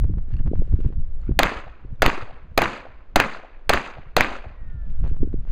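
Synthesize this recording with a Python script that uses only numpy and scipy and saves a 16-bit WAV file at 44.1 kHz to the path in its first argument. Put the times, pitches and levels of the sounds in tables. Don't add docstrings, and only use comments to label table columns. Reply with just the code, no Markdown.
import sys
import numpy as np
from scipy import signal
from scipy.fft import rfft, irfft, next_fast_len
from scipy.io import wavfile
from scipy.ndimage import uniform_filter1d, map_coordinates

SR = 44100
rng = np.random.default_rng(int(sys.argv[2]) if len(sys.argv) > 2 else 0)


def digitize_waveform(pressure):
    field = np.atleast_2d(pressure).T
    bounded = np.clip(field, -1, 1)
    quanta = np.round(bounded * 32767).astype(np.int16)
    wavfile.write(sys.argv[1], SR, quanta)


def volts(x):
    e = np.asarray(x, float) / 20
    return 10 ** e


N = 242991

# (time [s], blast level [dB], offset left by the blast [full scale],
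#         shelter echo level [dB], offset left by that echo [full scale])
SHOTS = [
    (1.3897, 0.5, .07, -3.5, .05),
    (2.0197, -2.5, .22, -4.5, 0.39),
    (2.5763, -2.5, 0.16, -5, -.05),
    (3.1582, -1.5, .21, -3, 0.11),
    (3.6931, -1.5, 0.23, -5, -0.17),
    (4.1653, -2, 0.14, -3.5, .2),
]
SHELTER_S = .0421
# (frequency [Hz], level [dB per Hz])
SLAP = [(260, -33), (450, -5.5), (2120, -0.5), (4630, -17.5), (5630, -26.5), (6840, -22), (8440, -33),
        (14500, -25.5), (15400, -32), (16400, -49)]
# (time [s], peak pressure, + push or - pull [full scale], frequency [Hz])
LUMPS = [(0.046, 0.36, 37), (0.101, 0.29, 61), (0.14, 0.23, 32), (0.181, -0.16, 37.3), (.35, 0.26, 36),
         (.388, 0.0067, 44), (0.403, 0.2, 35), (0.467, 0.33, 29.5), (.494, -.15, 47.4), (0.555, -0.18, 51),
         (0.598, -0.38, 61.6), (0.742, -0.46, 69), (.791, 0.084, 34), (.86, 0.35, 36.6),
         (0.876, -0.075, 37), (0.932, -0.05, 34), (0.985, 0.17, 54.5), (1.292, -0.12, 39.5),
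         (1.315, 0.38, 42), (1.376, -0.18, 28.1), (1.923, -.09, 39.5), (4.754, -0.068, 36.1),
         (4.899, 0.058, 32.07), (5.006, -0.06, 46), (5.043, -0.22, 30), (5.125, 0.089, 35.4),
         (5.186, -0.029, 47.3), (5.221, .24, 45), (5.307, 0.054, 48.3), (5.39, -0.074, 46.6)]
# (time [s], peak pressure [full scale], frequency [Hz])
PUFFS = [(1.569, -0.067, 44), (1.67, 0.021, 60.5), (1.857, -0.042, 59.5), (2.011, -.06, 45),
         (2.229, 0.047, 60.3), (2.332, -0.011, 41.2), (2.448, 0.033, 55), (2.515, -0.038, 34.5),
         (2.899, 0.0091, 40), (3.992, 0.019, 71.4), (4.078, -0.016, 45), (4.468, -0.05, 65.5),
         (4.51, 0.026, 56), (4.617, -0.032, 45), (4.679, -0.052, 30)]


def unit(x):
    return x / np.sqrt(np.mean(x ** 2) + 1e-20)


def along(points, hz):
    f, v = np.transpose(points)
    return np.interp(np.log(hz + 1), np.log(f + 1), v)


def wobble(rate):
    knots = rng.standard_normal(int(N * rate / SR) + 4)
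    return map_coordinates(knots, [np.arange(N) * rate / SR])


def coloured(x, spectrum):
    m = next_fast_len(len(x) + 8192)
    gain = volts(along(spectrum, np.fft.rfftfreq(m, 1 / SR)))
    return unit(irfft(rfft(x, m) * gain, m)[:len(x)])


def noise(spectrum):
    return coloured(rng.standard_normal(N), spectrum)


def add(track, s, x):
    part = track[round(s * SR):][:len(x)]
    part += x[:len(part)]


def swells(times, db, width):
    distance = (np.arange(N) / SR - times[:, None]) / width
    return np.sum(volts(db)[:, None] * np.exp(-distance ** 2), axis=0)


def wavelet(hz, cycles, phase):
    half = 2 * cycles / hz
    t = np.arange(-half, half, 1 / SR)
    return half, np.exp(-4 * (t * hz / cycles) ** 2) * np.cos(2 * np.pi * hz * t + phase)


def night_air():
    # (frequency [Hz], level [dB per Hz])
    night = [(120, -31.5), (200, -2.5), (579, -4), (723, -8), (815, -14), (1410, -15), (5360, -36),
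             (6820, -44.5), (12000, -60.5), (15600, -89), (22000, -120)]
    return volts(-60.0 + 0.5 * wobble(6)) * noise(night)


def scuffs():
    # (start [s], length [s], level [dB])
    steps = [
        (0.024, .08, -72),
        (0.322, 0.058, -63.5),
        (0.541, 0.16, -68),
        (0.684, .08, -65.5),
        (.8, 0.073, -63.5),
        (1.213, 0.092, -70.5),
        (4.837, 0.19, -70.5),
        (5.028, 0.079, -63),
        (5.481, 0.051, -58.5),
    ]
    # (frequency [Hz], level [dB per Hz])
    grit = [(400, -20.5), (900, -1), (1500, 0), (2800, -5), (4500, -15.5), (6500, -19), (9000, -35.5),
            (15000, -51), (17000, -66)]
    rise, fall = 450, 440
    start, length, scuff_db = np.transpose(steps)[:, :, None]
    since = np.arange(N) / SR - start
    fade_db = np.minimum(0, np.minimum(rise * since, fall * (length - since)))
    level_db = np.max(scuff_db + fade_db, axis=0)
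    grains = rng.standard_normal(N) * volts(4.5 * wobble(300) + 1.2 * wobble(35))
    shuffle = volts(-80)
    return (volts(level_db) + shuffle) * coloured(grains, grit)


def knocks():
    # (time [s], peak level [dB], frequency [Hz])
    raps = [(0.3162, -47.5, 1747), (0.3388, -43, 1710), (0.3496, -56, 1300), (0.3661, -50, 1260),
            (0.3696, -52, 1620), (0.3916, -41.5, 1750), (0.7309, -59, 1460), (0.7694, -57, 1536),
            (0.8105, -47, 1370), (0.8313, -56, 1400), (1.2355, -44, 1290), (1.2677, -45, 1330),
            (4.701, -49, 1960), (4.905, -63, 3830), (5.076, -50, 4250), (5.111, -55.5, 2660),
              (5.232, -62, 4100), (.338, -45, 2780), (.367, -43, 2750), (1.216, -57.5, 4400),
              (1.228, -54, 1470), (1.247, -50, 1480), (1.257, -50, 1370), (1.281, -41, 1440),
              (1.958, -62.5, 3700), (1.998, -45, 1490)]
    out = np.zeros(N)
    t = np.arange(SR // 30) / SR
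    for s, db, hz in raps:
        low = np.sin(2 * np.pi * hz * t * (1 - 1.5 * t))
        high = .45 * np.sin(2 * np.pi * 1.6 * hz * t)
        add(out, s, volts(db - 2.5 - 60 * t / .016) * (low + high))
    return out


def buffeting(strength_db, surges):
    # (frequency [Hz], level [dB per Hz])
    buffet = [(3, -22), (12, 8), (40, -7), (65, -11), (110, -37.5), (200, -96.5)]
    uneven = volts(0.53 * wobble(38) + 1.8 * wobble(27))
    return (volts(strength_db + 7.5) + surges) * unit(uneven * noise(buffet))


def flutter(strength_db, surges):
    # (frequency [Hz], level [dB per Hz])
    flutter_colour = [(30, -42), (60, -2.5), (120, -6), (220, -19.5), (450, -49), (900, -78.5),
                      (2000, -110)]
    calm_db, growth, under_db = -31, 1.1, -14.5
    lump_s, peak, _ = np.transpose(LUMPS + PUFFS)
    steady = volts(calm_db + growth * (strength_db - calm_db) + under_db)
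    stir = swells(lump_s, 20 * np.log10(np.abs(peak) + 1e-3) - 14, width=.02)
    uneven = volts(2.2 * wobble(30))
    return (steady + stir + .3 * surges) * unit(uneven * noise(flutter_colour))


def lumps():
    out = np.zeros(N)
    for s, size, hz in LUMPS + PUFFS:
        half, wave = wavelet(hz, 0.54, rng.normal(0, 0.59))
        add(out, s - half, size * wave)
    return out


def fizz(pressure):
    # (frequency [Hz], level [dB per Hz])
    tearing = [(1500, -20), (4000, -3.5), (9000, -3.5), (15500, -5.5), (17000, -40.5)]
    return volts(-62.5 + 6 * wobble(350) + 3 * wobble(18)) * pressure ** 2 * noise(tearing)


def thumps():
    # (time [s], peak level [dB], frequency [Hz])
    eddies = [(0.046, -39, 255), (0.095, -34, 236), (0.17, -40.5, 250), (0.28, -47, 216), (0.479, -42, 255),
              (0.512, -27.5, 245), (.531, -28, 393), (.588, -46, 255), (0.617, -33, 352),
              (.674, -47.5, 330), (0.736, -30.5, 237), (.787, -35, 245), (.8, -38.5, 301),
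              (0.845, -37, 255), (0.859, -37, 258), (0.887, -43, 254), (.9, -41.5, 285), (1.29, -24.5, 233),
              (1.296, -43, 299), (1.307, -34.5, 246), (1.846, -44, 239), (3.993, -50.5, 245),
              (4.457, -50, 243), (4.613, -60, 240), (5.11, -40, 253), (5.202, -45, 240), (5.228, -23, 252),
              (5.244, -36, 255), (5.271, -35.5, 255), (5.338, -28.5, 258.6)]
    out = np.zeros(N)
    for s, db, hz in eddies:
        half, wave = wavelet(hz, 0.84, rng.uniform(0, 2 * np.pi))
        add(out, s + 0.00411 - half, volts(db + 13.0) * wave)
    return out


def ticks():
    # (time [s], peak level [dB])
    kinks = [(.0427, -40), (0.139, -46), (0.184, -43.5), (0.306, -50.5), (.402, -45), (0.4097, -48),
             (0.4633, -42.5), (0.4719, -43), (0.4775, -40.5), (.4844, -52), (0.5561, -42.5), (.7257, -44),
             (.847, -46.5), (0.8624, -46), (0.9263, -47.5), (0.9338, -51.5), (1.2945, -46), (1.3181, -43),
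             (5.0411, -39.5), (5.0501, -40.5), (5.0624, -40), (5.069, -43.5), (5.077, -43), (5.1446, -48.5),
             (5.1662, -46.5), (5.221, -48), (5.234, -44.5), (5.3311, -48), (5.452, -51.5), (5.4751, -49)]
    out = np.zeros(N)
    t = np.arange(SR // 50) / SR
    rounding = .00009
    step = 1 - (1 + t / rounding) * np.exp(-t / rounding)
    kink = step * np.exp(-t / .003)
    for s, db in kinks:
        add(out, s, volts(db + 17.0) * rng.choice([-1, 1]) * kink)
    return out


def wind():
    # (time [s], level [dB])
    gusts = [(0, -17), (.11, -32), (.58, -26.5), (.95, -28), (1.23, -33), (1.56, -43.5), (1.95, -41.5),
             (2.24, -44), (2.46, -42), (2.92, -48), (3.07, -44.5), (3.27, -53), (4.04, -44.5),
             (4.45, -43.5), (4.79, -33.5), (4.96, -29), (5.11, -26), (5.51, -28.5)]
    strength_db = np.interp(np.arange(N) / SR, *np.transpose(gusts))
    surges = swells(np.array(SHOTS)[:, 0] + SHELTER_S, np.full(len(SHOTS), -22.5), width=.04)
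    pressure = buffeting(strength_db, surges) + flutter(strength_db, surges) + lumps()
    return pressure + fizz(pressure) + thumps() + ticks()


def whines():
    # (start [s], first pitch [Hz], slowing time [s], peak level [dB], swell time [s])
    fragments = [
        (4.5, 1990, 1.08, -61, .2),
        (4.64, 1530, .68, -62.5, .09),
    ]
    out = np.zeros(N)
    for start, first_hz, slowing, db, swell in fragments:
        since = np.clip(np.arange(N) / SR - start, 0, None)
        hz = first_hz / np.sqrt(1 + since / slowing) * (1 + .004 * wobble(65))
        turns = 2 * np.pi * np.cumsum(hz) / SR
        fade = 2 * since / swell / (1 + (since / swell) ** 2.6)
        size = fade * volts(db + 2.4 * wobble(22))
        out += size * (np.sin(turns) + .06 * np.sin(2 * turns))
    return out


def banks():
    # (delay [s], level [dB], brightness above 2.5 kHz [dB per octave])
    scatter = [
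        (0, -2, 4),
        (.009, -0.5, 0.5),
        (0.03, -6.5, -1),
        (0.041, 2.3, -3.5),
        (.076, -1.04, 0),
        (.088, -3, 0),
        (.21, -1.6, 3),
        (.235, -4.5, 1),
        (0.991, 11, 1),
    ]
    # (frequency [Hz], time to fall 60 dB [s])
    fading = [(100, 0.36), (500, 0.63), (1500, 0.64), (3000, 0.59), (6000, 0.44), (10000, 0.36),
              (16000, 0.31)]
    # (frequency [Hz], level [dB per Hz])
    tail = [(71, -43.5), (120, 1.5), (153, -4.5), (204, 0.5), (427, -5), (949, -5), (1050, -3), (2340, -9),
            (2480, -7), (3110, -17), (4680, -19.5), (5410, -28.5), (6500, -25), (13300, -50.5),
            (16000, -81)]
    delay, db, bright_db = np.transpose(scatter)
    hz, t, z = signal.stft(coloured(rng.standard_normal(SR), tail), SR, nperseg=256)
    octaves = np.log2(np.clip(hz / 2500, 1, None))[:, None]
    patches = uniform_filter1d(rng.standard_normal(z.shape), size=12, axis=0)
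    patches = unit(uniform_filter1d(patches, size=3, axis=1))
    decay_db = -60 * t / along(fading, hz)[:, None]
    z = z * volts(decay_db + octaves * np.interp(t, delay, bright_db) + 2.0 * patches)
    level_db = np.interp(np.arange(SR) / SR, delay, db) + 1.5 * wobble(220)[:SR]
    return signal.istft(z, SR, nperseg=256)[1][:SR] * volts(level_db)


def burst(spectrum, rise, length, fall):
    t = np.arange(SR // 50) / SR
    shape = np.clip(t / rise, 0, 1) * np.exp(-np.clip(t - length, 0, None) / fall)
    return shape * coloured(rng.standard_normal(SR // 10), spectrum)[:len(t)]


def settling(size):
    t = np.arange(SR) / SR
    swing = 1.5 * np.exp(-t / .032) - .45 * np.exp(-t / .11)
    return size * (1 - np.exp(-t / .0008)) * swing


def blast(out, s, db, offset):
    # (frequency [Hz], level [dB per Hz])
    body = [(260, -29), (450, 2.5), (1370, -1.5), (3530, -8), (4040, -5.5), (5380, -19.5), (6540, -17),
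            (9520, -30.5), (10400, -23), (14300, -25), (16400, -32.5)]
    # (frequency [Hz], level [dB per Hz])
    crack_colour = [(5000, -35.5), (8000, -6), (11000, -6.5), (14500, -1.5), (16400, -20)]
    add(out, s, volts(db - 6.0) * burst(body, rise=0.0015, length=0.0035, fall=0.00069))
    crack = burst(crack_colour, rise=.0001, length=.0002, fall=.00015)
    add(out, s + rng.uniform(.001, 0.0035), volts(db - 15) * crack)
    add(out, s + .0025, settling(offset))


def shelter(out, s, db, offset):
    add(out, s + SHELTER_S, volts(db - 2.5) * burst(SLAP, rise=.0006, length=.0018, fall=.0004))
    add(out, s + SHELTER_S + .0015, settling(offset))


def backstop(out, s):
    # (delay [s], level [dB], frequency [Hz], length [cycles])
    delay, db, hz, cycles = (.0813, -8, 1800, 1.2)
    half, wave = wavelet(hz, cycles, np.pi / 2)
    add(out, s + delay - half + rng.normal(0, .0002), volts(db) * wave)
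    add(out, s + delay, volts(-31.5) * burst(SLAP, rise=.0002, length=.0006, fall=.0003))


def dull_echoes(out, s):
    # (delay [s], level [dB], frequency [Hz], length [cycles])
    ground = (.0104, -5, 660, 1.9)
    # (delay [s], level [dB], frequency [Hz], length [cycles])
    later = [
        (.0500, -14, 1790, 3.5),
        (.190, -29, 1326, 5),
        (.205, -36, 560, 3.2),
        (.279, -35.5, 630, 2.5),
        (.291, -34, 737, 2.9),
        (.285, -46, 494, 2.7),
    ]
    for delay, db, hz, cycles in [ground] + later:
        half, wave = wavelet(hz * (1 + .02 * rng.normal()), cycles, np.pi + .25 * rng.normal())
        add(out, s + delay - half, volts(db + 0.16 * rng.normal()) * wave)


def shots():
    out = np.zeros(N)
    for s, blast_db, offset, slap_db, slap_offset in SHOTS:
        blast(out, s, blast_db, offset)
        shelter(out, s, slap_db, slap_offset)
        add(out, s, volts(-17) * banks())
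        backstop(out, s)
        dull_echoes(out, s)
    return out


def ducking():
    since = np.arange(N) / SR - np.array(SHOTS)[:, :1] + 0.0077
    drop_db = np.where(since > 0, -8 * np.exp(-np.abs(since) / .09), 0)
    return uniform_filter1d(volts(np.sum(drop_db, axis=0)), size=300)


def scene():
    background = wind() + scuffs() + knocks() + night_air()
    mono = ducking() * background + whines() + shots()
    loudness = np.abs(uniform_filter1d(np.abs(mono), size=2000))
    rumble = noise([(20, 8), (150, -21.5), (400, -31), (1200, -48), (16000, -56.5)])
    trace = volts(-32.5) * loudness * rumble
    return np.array([mono + trace, mono - trace])


def band_limit(x):
    return signal.sosfilt(signal.butter(12, 16510, fs=SR, output="sos"), x)


def record(dry):
    # (centre [Hz], width [Hz], depth [0-1])
    centre, width, depth = (5450, 450, .9)
    band = signal.lfilter(*signal.iirpeak(centre, centre / width, fs=SR), dry)
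    x = dry - np.clip(depth, 0, 1) * band + .008
    x = x / (1 + np.abs(x / 1.05) ** 12) ** (1 / 12)
    x = signal.sosfilt(signal.butter(16, 16300, fs=SR, output="sos"), x)
    return band_limit(np.clip(x, -1.1, 1.1))


dry = scene()
out = record(dry)
digitize_waveform(out)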